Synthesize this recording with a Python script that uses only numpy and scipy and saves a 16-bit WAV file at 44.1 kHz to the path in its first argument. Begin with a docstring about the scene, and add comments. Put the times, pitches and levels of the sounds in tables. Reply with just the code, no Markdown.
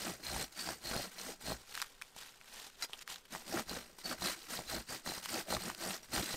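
"""Quick strokes of a hand saw in a thin trunk, close to a mono camera microphone in a quiet orchard.
The teeth catch and let go many times a second; each catch throws out a burst of rasp, rings the blade
and thuds in the wood. In a pause a gloved hand brushes bark and leaves, twigs snap and the idle blade
scrapes a twig; then the sawing goes on. Faint open air lies behind it all."""
import sys
import numpy as np
from scipy import signal
from scipy.io import wavfile
from scipy.ndimage import uniform_filter1d

SR = 44100
rng = np.random.default_rng(int(sys.argv[2]) if len(sys.argv) > 2 else 0)


def generate_wav(signal):
    """Clip the signal to [-1, 1] and save it as 16-bit WAV at the path in sys.argv[1]."""
    frames = np.transpose(np.atleast_2d(signal))
    scaled = np.clip(frames, -1, 1) * 32767
    pcm = np.round(scaled).astype(np.int16)
    wavfile.write(sys.argv[1], SR, pcm)


N = 280512

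# spectra of the open air, brushed leaves and rasping teeth: frequency_hz, relative_db
AIR_SPECTRUM = [(8.8, -1.5), (15, 2), (34, -6.5), (59, -20), (294, -17), (330, -43), (371, -15),
                (840, -26.5), (944, -22), (11000, -40.5), (16000, -49)]
LEAF_SPECTRUM = [(300, -31), (650, -1), (1330, 12.5), (2050, 9), (3500, 8), (8990, 2), (10800, -4.5),
                 (14200, -1.5), (16000, -19.5)]
RASP_SPECTRUM = [(530, -25), (900, -3), (967, -4), (1200, -6), (1460, -1), (3260, -5), (4800, -3),
                 (7230, -6.5), (8450, -4), (10500, -14.5), (13800, -10), (16000, -23)]
# modes of the blade and the trunk: pitch_hz, width_hz, relative_db
BLADE_MODES = [(1370, 130, -0.5), (2002, 150, 2.5), (2940, 370, -6), (4955, 110, 2), (5650, 150, 3.5),
               (6660, 71, 0.5), (7900, 140, -22), (8750, 1200, -1.5)]
TRUNK_MODES = [(120, 110, -5), (184, 65, -1.5), (229, 63, -1), (320, 95, 1.5), (465, 103, -1),
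               (619, 167, 2), (706, 177, -3.5), (1260, 770, -1)]
# glove on bark and leaves: start_s, rise_s, hold_s, fall_s, level_db, swell_db, dullness_db
GLOVE_BRUSHES = [(1.55, 0.024, 0.8, .2, -62.5, -0.5, -7), (2.6, .05, .15, .05, -63, 1.5, -9),
                 (1.62, 0.13, 0.056, 0.16, -47, -1, -9.5), (2.152, 0.014, 0.048, 0.22, -49, -0.5, -10.5),
                 (2.33, .25, .09, .07, -49.5, -1, -7.5), (2.76, 0.068, 0.021, 0.015, -44.5, 4, -7.5),
                 (2.85, 0.048, 0.096, 0.0084, -56.5, 0.5, -7.5),
                 (2.915, 0.017, 0.0083, 0.063, -51.5, -2, -1), (2.99, 0.03, 0.0065, 0.0051, -49, 7, -14),
                 (3.07, 0.034, 0.047, 0.13, -41.5, -10.5, -8), (3.07, 0.03, 0.28, 0.029, -63, -3.5, -12)]
# twig snaps and hard bites: start_s, body_peak_db, pitch_hz, crack_over_body_db
SNAPS_AND_BITES = [(0.267, -33, 4100, -10), (0.363, -30.5, 730, -16), (0.689, -27.5, 1100, -5),
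                   (0.913, -28, 695, -8), (0.964, -29.5, 432, 1), (1.484, -35, 400, -11),
                   (1.502, -33, 600, -24), (1.52, -28, 710, -24), (1.752, -37.5, 4300, 6),
                   (1.776, -29, 1520, 0), (1.801, -38, 2600, 8), (1.817, -31.5, 4875, 8),
                   (1.824, -28, 1540, 3.5), (1.844, -41, 1580, -9), (2.015, -39, 1560, 1.5),
                   (2.021, -35.5, 2400, 2), (2.164, -41.5, 880, 1), (2.224, -45, 1480, 1),
                   (2.285, -47, 3400, -7), (2.34, -52, 1700, -8), (2.413, -46.5, 2330, 3),
                   (2.444, -52, 1920, 3), (2.824, -31, 4500, 1), (2.896, -43.5, 890, -18),
                   (2.933, -31, 3180, -3), (2.939, -34, 3186, -14), (2.991, -42.5, 5270, -1),
                   (3.077, -42, 1810, 9), (3.159, -43, 3560, 7), (3.253, -54.5, 2980, 4),
                   (3.35, -28.5, 1270, -10), (3.36, -33, 1290, -12), (3.595, -27, 1000, -1),
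                   (3.695, -32.5, 4500, -1), (3.713, -32.5, 334, -8), (3.771, -30, 716, -8),
                   (3.986, -43, 890, -5), (4.221, -29, 800, -14), (4.26, -35, 4200, -3),
                   (4.27, -29.5, 4120, -3), (4.591, -32.5, 690, -18), (4.924, -37.5, 726, -12),
                   (5.062, -30.5, 1320, -7), (5.075, -30.5, 815, -8), (5.119, -33.5, 910, -7),
                   (5.178, -36.5, 664, -14), (5.258, -33.5, 1150, 6.5), (5.293, -38, 5000, -8),
                   (5.526, -23.5, 1030, -12), (5.549, -24, 4100, -5), (5.567, -25, 940, -12),
                   (5.7, -25.5, 1160, -6), (5.748, -41, 4500, 5), (6.179, -28.5, 605, -15),
                   (6.341, -27.5, 465, -20)]
# saw strokes: start_s, rise_s, hold_s, fall_s, rasp_db, swell_db, deepest_bite_after_s,
# thud_over_rasp_db and shake_db (both at that bite), catches_per_s, ring_over_rasp_db, ring_hz
SAW_STROKES = [(-.08, 0.093, 0.1, 0.11, -44, -1, .17, 1, -56, 67, -19, 4200),
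               (.2, 0.044, 0.18, 0.065, -46.5, 5, 0.16, 1.5, -49.5, 61.6, -3.5, 4170),
               (.52, 0.07, 0.12, 0.12, -44.5, -0.5, 0.18, -0.5, -60, 72, -7, 4580),
               (.79, 0.064, 0.19, 0.092, -45.5, 1.5, 0.16, 3.5, -52.5, 50.3, 0, 4220),
               (1.11, 0.075, 0.13, 0.079, -48.5, 0.5, 0.19, 0, -65, 56, -10, 4170),
               (1.39, 0.072, 0.056, 0.083, -45, 1, 0.12, 2, -47.5, 61, -3.5, 4190),
               (3.29, 0.038, 0.034, 0.2, -47.5, -2, 0.058, -0.5, -74, 71, -19, 4000),
               (3.42, 0.066, .11, 0.065, -47.5, 5.5, 0.15, 3.5, -72, 66, -16, 4350),
               (3.65, 0.041, 0.068, 0.21, -46, -2, 0.097, 3.5, -55, 55, -7, 4080),
               (4.022, 0.03, 0.076, 0.053, -48, 4, 0.12, 5.5, -62, 58, 2, 4500),
               (4.17, 0.086, 0.067, 0.064, -37, -4.5, 0.068, -1.5, -53.5, 65, -5.5, 4100),
               (4.46, 0.043, 0.042, 0.17, -44, 2.5, 0.14, -0.5, -68, 59, -23, 4000),
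               (4.64, 0.064, 0.09, 0.077, -41.5, -5.5, 0.12, 1, -51, 57.5, -6, 4100),
               (4.85, 0.049, 0.053, 0.083, -45.5, 1, 0.073, -1.5, -64, 55, -7, 4670),
               (5.035, 0.031, 0.12, 0.082, -43.5, -4, .04, -1, -63, 68, -3, 4070),
               (5.25, 0.044, 0.11, 0.052, -43.5, 2.5, 0.13, 0.5, -72, 73, -16, 4600),
               (5.465, 0.041, 0.047, 0.07, -40, -2, 0.099, 5, -53, 63, -7, 4120),
               (5.55, 0.049, 0.084, 0.11, -47, 3, .13, 1, -57, 65, -10, 4140),
               (5.74, 0.073, 0.13, 0.073, -43.5, 1.5, 0.13, 0.5, -69, 84, -17, 4470),
               (6.095, 0.054, 0.062, 0.05, -36.5, -4, 0.098, 3.5, -47.5, 65, -16, 4180),
               (6.17, 0.062, 0.17, 0.1, -42, -2.5, 0.2, -1, -70, 62, -7, 4040)]
# the blade slips as it turns round: start_s, hold_s, rasp_db, thud_over_rasp_db
BLADE_SLIPS = [(0.191, 0.0061, -57, 1), (0.513, 0.0078, -54, -13), (1.105, 0.035, -54.5, -11),
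               (1.399, 0.028, -50.5, -11), (3.975, 0.029, -53.5, -10), (4.352, 0.11, -54, -5.5),
               (5.217, 0.029, -46.5, -13.5), (5.427, 0.039, -58.5, -4), (6.019, 0.023, -55, -11)]
# the blade lies in the cut: from_s, to_s
IN_CUT_SPANS = [(0, 1.64), (3.3, 6.4)]

AIR_DB, EDGE_HZ = -66.5, 15800
SLOPE_DB = 22  # climbed in a rise, lost in a fall
KNOCK_DB, KNOCK_UNDER_HZ = -4, 890  # snaps below this pitch knock the trunk
DRAG_DB = -65  # the blade drags faintly while it turns round
THUD_DROP_DB, THUD_SPAN_S, SHAKE_DROP_DB_PER_S = 7.5, 0.065, 111  # either side of the deepest bite
RING_FADE_DB_PER_S = 65  # the ring is brightest as the teeth take hold
SLIP_RISE_S, SLIP_FALL_S, SLIP_CATCHES_PER_S = .01, .045, 78
SLIP_SHAKE_DB, SLIP_RING_DB, SLIP_RING_HZ = -69, -17, 4030
STRAY_CATCHES = 0.1209  # the catches stray this far from an even beat


def gain_of(db):
    """Decibels to amplitude."""
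    return 10 ** (np.asarray(db) / 20)


def unit_rms(x):
    """The signal scaled to rms 1."""
    return x / np.sqrt(np.mean(x ** 2) + 1e-20)


def wander(hz):
    """Random drift of rms 1, mostly slower than hz."""
    return unit_rms(signal.lfilter(*signal.butter(2, hz, fs=SR), rng.standard_normal(N)))


def grit(per_s, spread_db, hiss):
    """Sparse clicks of uneven size over a dense hiss."""
    size = gain_of(spread_db * np.minimum(rng.exponential(1, N), 4)) * (rng.random(N) < per_s / SR)
    return unit_rms(unit_rms(size * rng.standard_normal(N)) + hiss * rng.standard_normal(N))


def colour(x, spectrum):
    """Causal filter with the given spectrum."""
    hz, db = np.transpose(spectrum)
    log_hz = np.log(abs(np.fft.fftfreq(4096, 1 / SR)) + 1)
    log_gain = np.interp(log_hz, np.log(hz), db) * np.log(10) / 20
    taps = np.fft.ifft(np.exp(np.conj(signal.hilbert(log_gain)))).real[:2048]
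    return signal.oaconvolve(x, taps)[:len(x)]


def resonate(x, hz, width_hz):
    """One resonance whose pitch may move: shift hz down to zero, smooth, shift back."""
    carrier = np.exp(2j * np.pi * np.cumsum(hz * np.ones(len(x))) / SR)
    pole = np.exp(-np.pi * width_hz / SR)
    return 2 * (carrier * signal.lfilter([1 - pole], [1, -pole], x / carrier)).real


def ring(x, modes, fits_db, fits_hz):
    """A body's modes; each takes up the drive in fits of its own as the contact point moves."""
    out = 0
    for hz, width, db in modes:
        sections = np.tile(np.concatenate(signal.iirpeak(hz, hz / width, SR)), (2, 1))  # steep flanks
        drive = x * gain_of(fits_db * wander(fits_hz))
        out = out + gain_of(db) * unit_rms(signal.sosfilt(sections, drive))
    return unit_rms(out)


def patchy(x, db):
    """Tearing fibres light up now one band, now another, for a few milliseconds."""
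    bands = signal.stft(x, nperseg=128, noverlap=96)[2]
    patches = uniform_filter1d(rng.standard_normal(bands.shape), size=5, axis=0)
    patches = unit_rms(uniform_filter1d(patches, size=7, axis=1))
    return unit_rms(signal.istft(bands * gain_of(db * patches), nperseg=128, noverlap=96)[1][:N])


def gestures(rows):
    """The loudest gesture at each millisecond: its level in dB, the time since its start, its row."""
    t = np.arange(0, N / SR + .002, .001)[:, None]
    start, rise, hold, fall, db, swell_db = np.transpose(rows)[:6]
    since = t - start
    through_hold = np.clip((since - rise) / hold, 0, 1)
    flanks = np.maximum(1 - since / rise, 0) + np.maximum(since - rise - hold, 0) / fall
    level_db = db + swell_db * through_hold - SLOPE_DB * flanks
    loudest = level_db.argmax(axis=1)
    return level_db.max(axis=1), t[:, 0] - start[loudest], np.array(rows)[loudest].T


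def smoothed(control):
    """A control in millisecond steps, smoothed and drawn out to every sample."""
    return np.interp(np.arange(N) / SR * 1000, np.arange(len(control)), uniform_filter1d(control, 7))


def held(control):
    """A control in millisecond steps, held over the samples of each step."""
    return control[np.arange(N) * 1000 // SR]


def orchard_air():
    """Faint steady hiss and a lumpy low stir of the open air."""
    return gain_of(AIR_DB + 0.78 * wander(8.3)) * unit_rms(colour(rng.standard_normal(N), AIR_SPECTRUM))


def glove_rustle():
    """A glove on bark and leaves crackles in clumps; each brush has its own share of dull, low rustle."""
    level_db, _, row = gestures(GLOVE_BRUSHES)
    level, dull_db = smoothed(gain_of(level_db)), smoothed(row[6])
    crackle = grit(per_s=2000, spread_db=2.4, hiss=1.5) * gain_of(2.2 * wander(60))
    low = unit_rms(resonate(resonate(crackle, 970, 1090), 970, 1090))
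    return level * (patchy(colour(crackle, LEAF_SPECTRUM), db=2.0) + gain_of(dull_db + 3.0) * low)


def snaps(width_hz=650):
    """Twigs snap and teeth bite: a brief woody ring under a wide crack; low ones also knock the trunk."""
    out, t = np.zeros(N + SR), np.arange(1800) / SR
    modes_hz, widths_hz, modes_db = np.transpose(TRUNK_MODES)[:, :, None]
    trunk_tones = np.exp(-np.pi * widths_hz * t) * np.sin(2 * np.pi * modes_hz * t)
    noises = rng.standard_normal((len(SNAPS_AND_BITES), len(t)))
    for (start_s, db, hz, crack_db), noise in zip(SNAPS_AND_BITES, noises):
        crack = colour(noise * np.exp(-t / .0014), LEAF_SPECTRUM)
        burst = noise * np.exp(-t / (.0008 + .5 / hz))
        body = resonate(resonate(burst, hz, width_hz), hz, 2 * width_hz)
        knock = (gain_of(modes_db + 4 * rng.standard_normal(modes_db.shape)) * trunk_tones).sum(axis=0)
        knock_gain = gain_of(KNOCK_DB) / (1 + (hz / KNOCK_UNDER_HZ) ** 6)
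        crack, body, knock = (x / abs(x).max() for x in (crack, body, knock))
        snap = gain_of(crack_db) * crack + body + knock_gain * knock
        out[round(start_s * SR):][:len(t)] += gain_of(db) * snap
    return out[:N]


def blade_scrape(start_s=2.822, level_db=-41.5):
    """The idle blade scrapes a twig and rings freely."""
    t = np.arange(N) / SR - start_s
    scrape = rng.standard_normal(N) * (t > 0) * np.exp(-abs(t) / 0.012)
    rung = ring(scrape, BLADE_MODES + [(4030, 110, 6.9)], fits_db=0.5, fits_hz=25)
    onset_rms = np.sqrt(np.mean(rung[(t > 0) & (t < .03)] ** 2))
    return gain_of(level_db) * rung / onset_rms


def saw_motion():
    """The stroke or slip in hand sets rasp, thud, shake, ring, ring pitch and the count of catches."""
    slips = [(start_s, SLIP_RISE_S, hold_s, SLIP_FALL_S, db, 0, SLIP_RISE_S, thud_db, SLIP_SHAKE_DB,
              SLIP_CATCHES_PER_S, SLIP_RING_DB, SLIP_RING_HZ)
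             for start_s, hold_s, db, thud_db in BLADE_SLIPS]
    rasp_db, since, row = gestures(SAW_STROKES + slips)
    start, rise = row[:2]
    deepest, thud_db, shake_db, per_s, ring_db, ring_hz = row[6:]
    t, from_bite = start + since, abs(since - deepest)
    in_cut = sum((t >= from_s) & (t <= to_s) for from_s, to_s in IN_CUT_SPANS)
    rasp_gain = np.maximum(gain_of(rasp_db), gain_of(DRAG_DB)) * in_cut
    thud_db = thud_db - THUD_DROP_DB * np.minimum(from_bite / THUD_SPAN_S, 1)
    shake_gain = gain_of(shake_db - SHAKE_DROP_DB_PER_S * from_bite)
    ring_gain = gain_of(rasp_db + ring_db - RING_FADE_DB_PER_S * np.maximum(since - rise, 0))
    # the count is whole at the deepest bite and runs on from stroke to stroke
    count_at_bite = 20 + 100 * held(start) // 1
    catches = count_at_bite + held(per_s) * (np.arange(N) / SR - held(start + deepest))
    return *map(smoothed, (rasp_gain, thud_db, shake_gain, ring_gain, ring_hz)), catches


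def hand_saw():
    """Each catch of the teeth drives rasp, blade and trunk with one burst of grit."""
    rasp_gain, thud_db, shake_gain, ring_gain, ring_hz, catches = saw_motion()
    catches = catches + STRAY_CATCHES * wander(11.94)
    strength = gain_of(1.5 * rng.standard_normal(1000))[catches.astype(int)]
    phase = catches % 1
    burst = unit_rms(0.6 + strength * np.minimum(phase / 0.27, 1) * np.exp(-phase / 0.49))
    teeth = grit(per_s=5000, spread_db=0.0, hiss=1.4) * burst
    tearing = patchy(colour(teeth, RASP_SPECTRUM), db=2.8)
    blade = ring(teeth, BLADE_MODES, fits_db=5.0, fits_hz=25)
    rasp = unit_rms(tearing + .17 * blade) * gain_of(-0.5)
    # the strongest mode sings in fits and shifts as the blade's free length changes
    fits = gain_of(4 * wander(35))
    sing = unit_rms(resonate(teeth * burst * fits, ring_hz, width_hz=115))
    # the wood takes one blow at each catch, among looser knocks
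    blows = unit_rms(strength * (np.diff(catches // 1, prepend=0) > 0))
    knocks = grit(per_s=900, spread_db=2.0, hiss=0.92) * burst ** 2.3 + 0.97 * blows
    thud = ring(knocks, TRUNK_MODES, fits_db=4.0, fits_hz=32.0) * gain_of(thud_db)
    # the trunk sways once a catch, with a weaker second harmonic
    sway = unit_rms(np.sin(2 * np.pi * catches) + 0.69 * np.sin(4 * np.pi * catches))
    sway *= gain_of(3.0 * wander(11.0))
    biting = np.tanh(rasp_gain / gain_of(-52))  # ring and sway fall silent once the teeth let go
    return rasp_gain * (rasp + thud) + biting * (ring_gain * sing + shake_gain * sway)


def scene():
    """Work close to the microphone; ground and foliage throw a little back, with open air behind."""
    near = hand_saw() + glove_rustle() + snaps() + blade_scrape()
    t = np.arange(2600) / SR
    scatter = rng.standard_normal(len(t)) * np.exp(-t / 0.015) * (t > .002)
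    reflections = signal.oaconvolve(near, scatter / np.linalg.norm(scatter))[:N]
    mono = near + gain_of(-16.0) * reflections + orchard_air()
    return np.array([mono, mono])


def record(dry):
    """The camera's sound stops at EDGE_HZ."""
    return signal.oaconvolve(dry, signal.firwin(511, EDGE_HZ, window=("kaiser", 9), fs=SR)[None], "same")


dry = scene()
out = record(dry)
generate_wav(out)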